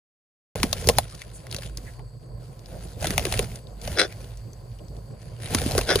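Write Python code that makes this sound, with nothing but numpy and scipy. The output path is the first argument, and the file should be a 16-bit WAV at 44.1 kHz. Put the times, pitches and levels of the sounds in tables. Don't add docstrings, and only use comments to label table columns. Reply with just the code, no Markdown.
import sys
import numpy as np
from scipy import signal
from scipy.fft import rfft, irfft, next_fast_len
from scipy.io import wavfile
from scipy.ndimage import uniform_filter1d, map_coordinates

SR = 44100
rng = np.random.default_rng(int(sys.argv[2]) if len(sys.argv) > 2 else 0)


def persist_wave(psi):
    counts = np.round(np.clip(psi, -1, 1) * 32767).astype(np.int16)
    wavfile.write(sys.argv[1], SR, np.atleast_2d(counts).T)


def ratio(d):
    e = np.asarray(d, float) / 20
    return 10 ** e


N = 264600
START_S = .5539

# f/Hz, width/Hz, level/dB
ENGINE_HUM = [(51.1, 9.6, -44.5), (113.1, 21.6, -44.5)]
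# f/Hz, width/Hz, level/dB
INSECT_BANDS = [(4590, 650, -65.5), (7830, 240, -68), (1020, 160, -65.5)]
# f/Hz, level/dB
FAR_COLOUR = [(20, -63), (45, -14.5), (90, -13), (140, -8.5), (260, -27), (520, -20.5), (740, -28),
              (900, -37), (1500, -41), (3000, -55.5), (8000, -55.5), (12000, -50), (15500, -64)]
# f/Hz, likeness/0-1
FAR_ALIKE = [(60, 1), (290, 0.82), (640, 0.33), (1400, 0), (15000, 1)]
# f/Hz, likeness/0-1
NEAR_ALIKE = [(100, 0.97), (500, 0.92), (1100, 0.29), (2000, 0.59), (5000, 0.58), (9000, 0.2)]
LEAD_S = .000048

# t/s, length/s, feather rustle level/dB, wing effort level/dB
MOVEMENT_BOUTS = [(0.542, 0.43, -45.5, -28.5), (1.002, 0.24, -50, -53), (1.25, 0.22, -57.5, -45),
                  (1.525, 0.11, -46, -35.5), (1.793, 0.12, -58, -36.5), (2.006, 0.39, -71.5, -53.5),
                  (2.41, 0.27, -63.5, -44), (2.689, 0.24, -54, -36), (3.02, 0.41, -40, -25),
                  (3.49, 0.037, -51, -30.5), (3.68, 0.13, -61, -44), (3.854, 0.078, -42.5, -26),
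                  (3.944, 0.35, -52, -36.5), (4.363, 0.726, -68.5, -43.5), (5.2, .12, -58, -46),
                  (5.42, 0.17, -40.5, -35), (5.516, 0.29, -36, -21.5), (5.868, 0.15, -35, -29.5)]
RISE_DB_PER_S, FALL_DB_PER_S = 282, 131
WHOOSH_SHARE, WHOOSH_DB = 0.33, -8.5
GUST_S, GUST_DB, GUST_WHOOSH_DB = 0.026, -18.5, -30
CRACKLE_HZ, CRACKLE_DB, CRACKLE_SPREAD_DB = 300, -6, 3
# f/Hz, level/dB
FEATHER_COLOUR = [(700, -77), (1300, 12), (2200, 10), (4500, 9), (7000, 2), (9000, 13), (12500, -1.5),
                  (15000, -9)]
# f/Hz, level/dB
WHOOSH_COLOUR = [(150, 5), (260, -4), (450, 3.5), (700, 2), (1050, -10.5), (1500, -27.5)]
# f/Hz, level/dB
PUSH_COLOUR = [(15, -47), (35, 0), (60, 5.5), (100, 2.5), (180, -5), (260, -13.5), (400, -32)]
# t/s, length/s, f/Hz, level/dB
RUBS = [(0.574, 0.033, 1510, -48), (0.832, 0.014, 7040, -54), (0.967, 0.017, 5430, -36),
        (1.114, 0.034, 1210, -52), (1.197, 0.037, 2420, -51), (1.329, 0.06, 8300, -44.5),
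        (1.852, 0.059, 1860, -48), (1.979, 0.042, 840, -49), (2.708, 0.096, 570, -42.5),
        (2.827, 0.035, 8950, -48), (3.021, 0.014, 613, -29.5), (3.31, 0.031, 624, -44),
        (3.669, 0.0055, 3820, -47), (4.087, 0.068, 2100, -52), (4.787, 0.012, 3000, -55),
        (5.393, 0.14, 2170, -50.5)]

# t/s, level/dB, beak opening/0-1
CROAK_SHAPES = [
    [(3.953, -36, 0.7), (3.974, -27, 0.04), (3.995, -18, 0.45), (4.02, -21.5, 0.19), (4.04, -26.5, 0.3),
     (4.062, -32.5, 0)],
    [(5.862, -39.5, 0), (5.886, -21, 0.27), (5.91, -13.5, 0.22), (5.935, -23, 0), (5.953, -30, 0.16)],
]
# first t/s, first gap/s, gap growth/ratio, level over the croak/dB, slips/count
THROAT_JOLTS = [
    (3.974, 0.012, .99, 15.5, 2),
    (3.9935, 0.0036, 1.8, 16, 4),
    (4.0275, .0073, 2.04, 8, 3),
    (5.891, .0125, .6, 9, 2),
    (5.911, 0.0081, 1.01, 8, 5),
]
# f/Hz, width/Hz, level/dB
SHUT_THROAT = [(1528, 514, 5.5), (3510, 150, 5.5), (4910, 740, 1), (5970, 1100, -1), (9400, 5100, -13)]
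# f/Hz, width/Hz, level/dB
OPEN_THROAT = [(1950, 430, 3.5), (4070, 300, 5.5), (4840, 200, 2.5), (6800, 1000, -7), (8740, 660, 2)]
# f/Hz, width/Hz, level/dB
POUCH = [(392, 73, 2), (493, 166, -1.5), (656, 145, -4)]

# t/s, peak level/dB, thump level below it/dB, colour f/Hz, thump f/Hz
WING_BEATS = [(0.5567, -20.5, -3, 1950, 474), (.631, -3, -21, 2320, 870), (0.638, -16, -3, 2300, 212),
              (.7288, -5.5, -22.5, 3900, 586), (0.8722, -11.5, -10, 5640, 386), (0.8883, 2, -15, 2300, 486),
              (.8965, -9.5, -5, 3600, 472), (0.9846, -1, -13.5, 1950, 730), (3.044, -12.5, -11, 1830, 625),
              (3.07, -12, -18, 3740, 300), (3.1057, -8.5, -17, 2130, 199), (3.1794, -5, -18, 1900, 627),
              (3.1947, -17, -11, 2460, 570), (3.2524, -11, -16, 2380, 387),
              (3.3241, -11.5, -19.5, 2780, 667), (3.34, -16, -16, 2070, 576), (3.3923, -7, -12, 2520, 404),
              (5.5475, -1.5, -18, 1920, 232), (5.6616, -22.5, 1.6, 2600, 222),
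              (5.711, -17.5, -8, 2320, 580), (5.7507, -19, -2.5, 2660, 497), (5.779, -3.5, -14, 1130, 360),
              (5.789, -10.5, -15, 1650, 610), (5.9565, -6, -9, 3630, 386)]
# t/s, peak level/dB
SOFT_PATS = [(0.6008, -25), (0.8232, -24.5), (.842, -27), (1.585, -27), (1.7822, -34), (1.9934, -42),
             (3.138, -26), (3.2673, -19.5), (3.5164, -36), (3.851, -37), (3.8757, -19.5), (4.205, -38),
             (4.243, -39), (5.401, -39), (5.5055, -25.5), (5.597, -34), (5.617, -18.5), (5.8124, -17.5),
             (5.99, -24)]
PAT_THUMP_DB, PAT_HZ, PAT_THUMP_HZ = -10.5, 2300, 404
# t/s, peak level/dB, colour
# f/Hz
TICKS = [(1.1503, -33.5, 5200), (1.218, -27, 2170), (1.4682, -30, 1960), (1.513, -24, 4840),
         (1.5262, -20.5, 3400), (1.546, -17.5, 2980), (1.564, -20.5, 4460), (1.622, -23, 1530),
         (1.633, -26, 2670), (1.6604, -29, 2790), (1.696, -40, 1690), (1.7725, -21, 4760),
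         (2.593, -39, 4400), (2.659, -34, 4140), (3.009, -30, 4150), (3.375, -20, 4240),
         (3.4446, -23.5, 1950), (3.5573, -27.5, 6150), (3.8154, -31.5, 4430), (3.917, -31, 1980),
         (4.1245, -27.5, 2140), (4.373, -33, 6740), (4.5325, -37.5, 6120), (4.788, -44, 4560),
         (4.883, -41, 4970), (4.967, -42, 4600), (5.2167, -43, 4700), (5.7187, -19, 4400),
         (5.4334, -32, 2220), (5.474, -29, 2110)]
TICK_THUMP_DB, TICK_THUMP_HZ = -35, 436
BEAT_S, PAT_S, TICK_S = .0037, .005, .0026
SAG_S, SAG_FROM, SAG_TO, SAG_SHARE = .0016, 1.8, .88, 1.1
SNAP_SIZE = 7
# f/Hz, level/dB
CRACK_COLOUR = [(500, -43), (1000, 2.5), (2200, -10), (4500, 2), (7000, -5), (9500, 2.5), (13000, -5.5),
                (16000, -15.5)]
# f/Hz, width/Hz, level/dB
HOLLOW = [(125, 420, -5.5), (433, 314, 4.5), (650, 490, -5.5), (1067, 66, -5.5)]

# f/Hz, share/0-1
SHARED_TREBLE = [(5600, 0), (6500, .6), (7500, .9), (8500, 1)]
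# f/Hz, left minus right level/dB
MICROPHONE_TILT = [(60, -2), (180, -2.5), (400, .5), (1300, -3), (2500, 3), (5200, 5.5), (7400, 0),
                   (15000, 0)]
IN_PHASE_HZ, COMB_HZ = 10200, 3750
TOP_HZ = 15900


def unit(x):
    return x / np.sqrt(np.mean(x ** 2) + 1e-20)


def along(points, hz):
    f, v = np.transpose(points)
    return np.interp(np.log(hz + 1), np.log(f + 1), v)


def curves(rows):
    s, *cols = np.transpose(rows)
    return [np.interp(np.arange(N) / SR, s, c, c[0], c[-1]) for c in cols]


def wobble(rate):
    knots = rng.standard_normal(int(N * rate / SR) + 4)
    return map_coordinates(knots, [np.arange(N) * rate / SR])


def filtered(x, response):
    m = next_fast_len(x.shape[-1] + 4096)
    spectrum = rfft(x, m) * response(np.fft.rfftfreq(m, 1 / SR))
    return irfft(spectrum, m)[..., :x.shape[-1]]


def modes(table):
    def response(f):
        return sum((-1) ** k * ratio(db) * 1j * f * w / (c * c - f * f + 1j * f * w)
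                   for k, (c, w, db) in enumerate(table))
    return response


def spread(pair, alike, lead_s):
    def mid_and_side(hz):
        turn = np.arccos(np.clip(along(alike, hz), -1, 1)) / 2
        return np.array([np.cos(turn), np.sin(turn)])

    mid, side = filtered(pair, mid_and_side)
    lead = lambda hz: np.exp(np.pi * 1j * hz * lead_s * np.array([[1], [-1]]))
    return filtered(np.array([mid + side, mid - side]), lead)


def hiss(spectrum, grain_db=0., rate=400):
    noise = ratio(grain_db * wobble(rate)) * rng.standard_normal((2, N))
    return unit(filtered(noise, lambda hz: ratio(along(spectrum, hz))))


def patchy(x, depth_db):
    z = signal.stft(x, nperseg=256)[2]
    field = uniform_filter1d(rng.standard_normal(z.shape[1:]), size=9, axis=0)
    field = uniform_filter1d(field, size=12, axis=1)
    return unit(signal.istft(z * ratio(depth_db * unit(field)), nperseg=256)[1][:, :N])


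def narrow(table, unsteady_db):
    out = np.zeros((2, N))
    for hz, width, db in table:
        level = ratio(db + unsteady_db * wobble(9.8))
        noise = rng.standard_normal((2, N))
        out += level * unit(filtered(noise, lambda f: 1 / (1 + ((f - hz) / (width / 2)) ** 4)))
    return out


def distance():
    turns = np.cumsum(33 * (1 + 0.0074 * wobble(0.53))) / SR
    firing = np.diff(np.floor(turns), prepend=0)
    ticks = filtered(firing * ratio(3 * wobble(5)), lambda f: modes([(1500, 900, -15.5)])(f) ** 2)
    wash = ratio(-44.5 + 0.71 * wobble(1.9)) * patchy(hiss(FAR_COLOUR, grain_db=0.6, rate=17), depth_db=3.0)
    hum = narrow(ENGINE_HUM, unsteady_db=3.0)
    insects = narrow(INSECT_BANDS, unsteady_db=1.2)
    return spread(wash + hum + insects, FAR_ALIKE, lead_s=0.) + ticks


def trunk(x):
    t = np.arange(SR // 8) / SR
    tail = rng.standard_normal((2, len(t))) * ratio(-60 * t / 0.05)
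    tail /= np.linalg.norm(tail[0])
    late = np.pad(x, (60, 0))[None]
    return signal.fftconvolve(late, tail, axes=1)[:, :N]


def bouts():
    t = np.arange(N) / SR
    start, length, rustle_db, effort_db = np.transpose(MOVEMENT_BOUTS)[:, :, None]
    rise_db = -RISE_DB_PER_S * np.clip(start - t, 0, None)
    fall_db = -FALL_DB_PER_S * np.clip(t - start - length, 0, None)
    shape_db = rise_db + fall_db
    return (rustle_db + shape_db).max(axis=0), (effort_db + shape_db).max(axis=0)


def gusts():
    kicks = np.zeros(N)
    for s, db, thump_db, *_ in WING_BEATS:
        kicks[round(s * SR)] = ratio(db + thump_db)
    t = np.arange(-SR // 8, SR // 8) / SR
    return np.abs(signal.fftconvolve(kicks, np.exp(-(t / GUST_S) ** 2), "same"))


def quill_clicks():
    chance = rng.random((2, N))
    strength = ratio(-CRACKLE_SPREAD_DB * np.log(chance[1] + .07))
    clicks = (chance[0] < CRACKLE_HZ / SR) * strength
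    decay = ratio(-60 * np.arange(400) / SR / 0.0092)
    return unit(signal.fftconvolve(clicks, decay)[:N] * hiss(FEATHER_COLOUR))


def stir():
    rustle_db, effort_db = bouts()
    whoosh_db = WHOOSH_SHARE * rustle_db + (1 - WHOOSH_SHARE) * effort_db + WHOOSH_DB
    flutter, gust = wobble(28), gusts()
    grains = patchy(ratio(3 * flutter) * hiss(FEATHER_COLOUR, grain_db=4., rate=350), depth_db=3.)
    rustle = ratio(rustle_db + 1.14 * wobble(12)) * (grains + ratio(CRACKLE_DB) * quill_clicks())
    face = unit(ratio(0.47 * flutter) * hiss(WHOOSH_COLOUR, grain_db=2.0, rate=60))
    whoosh = (ratio(whoosh_db) + ratio(GUST_WHOOSH_DB) * gust) * face
    push = (ratio(effort_db - 7.5) + ratio(GUST_DB) * gust) * hiss(PUSH_COLOUR, grain_db=-0.5, rate=18)
    return rustle + whoosh + push


def squeaks():
    out = np.zeros((2, N))
    for s, length, hz, db in RUBS:
        size, at = round(length * SR), round(s * SR)
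        rub = filtered(rng.standard_normal((2, size)), lambda f: modes([(hz, .3 * hz, 0)])(f) ** 2)
        out[:, at:at + size] += ratio(db) * unit(rub) * np.hanning(size) ** .5
    return out


def throat_jolts():
    jolts = np.zeros(N)
    for first, gap, growth, db, count in THROAT_JOLTS:
        gaps = gap * growth ** np.arange(round(count) - 1)
        times = first + np.cumsum(np.r_[0, gaps])
        jolts[np.round(times * SR).astype(int)] = ratio(db + 1.5 * rng.standard_normal(len(times)))
    return jolts


def croaks():
    out, jolts, t = np.zeros(N), throat_jolts(), np.arange(N) / SR
    for rows in CROAK_SHAPES:
        level_db, opening = curves(rows)
        opening = np.clip(opening, 0, 1)
        slips = np.diff(np.floor(np.cumsum(380 * ratio(3.2 * wobble(150))) / SR), prepend=0)
        air = rng.standard_normal(N) * ratio(0.99 * wobble(200))
        gain = ratio(level_db) * ((t > rows[0][0]) & (t < rows[-1][0]))
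        drive = gain * ratio(15) * (slips * ratio(1.7 * wobble(250)) + 0.06 * air + jolts)
        bright = filtered(drive, lambda f: modes(OPEN_THROAT)(f) ** 2)
        dull = filtered(drive, lambda f: modes(SHUT_THROAT)(f) ** 2)
        pouch = filtered(0.35 * drive + ratio(1.0) * gain * air, modes(POUCH))
        out += ratio(6.5) * (opening * bright + (1 - opening) * ratio(-5.5) * dull) + ratio(16) * pouch
    return out


def contacts():
    vary = ratio(2.5 * rng.standard_normal((len(SOFT_PATS) + len(TICKS), 2)))
    beats = [(*beat, BEAT_S) for beat in WING_BEATS]
    pats = [(s, db, PAT_THUMP_DB, PAT_HZ * a, PAT_THUMP_HZ * b, PAT_S)
            for (s, db), (a, b) in zip(SOFT_PATS, vary)]
    ticks = [(s, db, TICK_THUMP_DB, hz, TICK_THUMP_HZ * b, TICK_S)
             for (s, db, hz), (a, b) in zip(TICKS, vary[::-1])]
    return beats + pats + ticks


def snaps():
    size = SR // 20
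    cracks, blows = np.zeros((2, N + size)), np.zeros((2, N + size))
    t = np.arange(size) / SR
    sag = np.cumsum(SAG_TO + (SAG_FROM - SAG_TO) * np.exp(-t / SAG_S)) / SR
    fade = lambda s60: (1 - np.exp(-t / 0.00021)) * ratio(-60 * t / s60)
    for s, db, thump_db, hz, thump_hz, length in contacts():
        at, life = round(s * SR), max(length, .0005)
        grains = ratio(4.9 * rng.standard_normal(size // 12 + 1).repeat(12)[:size])
        rattle = grains * rng.standard_normal((2, size))
        rattle[0, 12] += SNAP_SIZE
        crack = (fade(3 * life) + ratio(-24) * fade(.05)) * rattle
        crack = filtered(crack, lambda f: ratio(along(CRACK_COLOUR, f)))
        crack *= ratio(.22 * (db + 8))
        tone = filtered(fade(4.5 * life) * rattle, modes([(hz, .4 * hz, 4)]))
        snap = crack + tone
        cracks[:, at:at + size] += ratio(db + 4.0) * snap / np.abs(snap).max()

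        trapped_air = SAG_SHARE * np.sin(2 * np.pi * thump_hz * sag) * [[1], [0]]
        shove = np.exp(-(t / life) ** 2) * (rng.standard_normal((2, size)) + trapped_air)
        blow = filtered(shove, lambda f: modes(HOLLOW)(f) + modes([(thump_hz, .32 * thump_hz, 4)])(f))
        blows[:, at:at + size] += ratio(db + thump_db + 5.5) * blow / np.abs(blow).max()
    return cracks[:, :N], blows[:, :N]


def scene():
    cracks, blows = snaps()
    croak = croaks()
    voice = spread(np.array([croak, 0.21 * croak]), [(100, 0.53), (9000, 0.76)], LEAD_S)
    voice += ratio(-7.5) * trunk(croak)
    birds = spread(stir() + squeaks() + blows + cracks, NEAR_ALIKE, LEAD_S)
    answer = ratio(-11.5) * trunk(cracks[0]) + ratio(-12) * trunk(blows[0])
    return distance() + birds + voice + answer


def widened(x):
    hz, t, z = signal.stft(x, SR, nperseg=1024)
    f = hz[:, None]
    half = np.pi * (f // 345 * 345 + 170 - IN_PHASE_HZ) / COMB_HZ
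    right = np.exp(2j * np.pi * (f - IN_PHASE_HZ) / COMB_HZ)
    treble = np.sum(np.abs(z[0, hz > 6000]) ** 2, axis=0) + 1e-20
    calm = treble < ratio(14) * np.roll(treble, 2)
    luck = rng.standard_normal((len(hz) // 8 + 1, len(t) // 6 + 1))
    luck = luck.repeat(8, 0).repeat(6, 1)[:len(hz), :len(t)]
    least = calm * np.clip(f / 24000 * ratio(4.5 * luck) - .1, 0, .8)
    total = (1 + right) / 2 * (abs(np.cos(half)) > least)
    diff = (1 - right) / 2 * (abs(np.sin(half)) > 1.25 * least)
    mono = along(SHARED_TREBLE, hz)[:, None]
    z = mono * z[0] * np.array([total + diff, total - diff]) + np.sqrt(1 - mono ** 2) * z
    return signal.istft(z * ~(calm & (f > TOP_HZ)), SR, nperseg=1024)[1][:, :N]


def band_limit(x):
    return signal.sosfilt(signal.butter(12, 16500, fs=SR, output="sos"), x)


def record(dry):
    x = filtered(widened(dry), lambda f: ratio(along(MICROPHONE_TILT, f) * np.array([[.5], [-.5]])))
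    x = x / (1 + np.abs(x / .95) ** 6) ** (1 / 6)
    mix = x * (np.arange(N) > START_S * SR)
    return band_limit(mix)


dry = scene()
out = record(dry)
persist_wave(out)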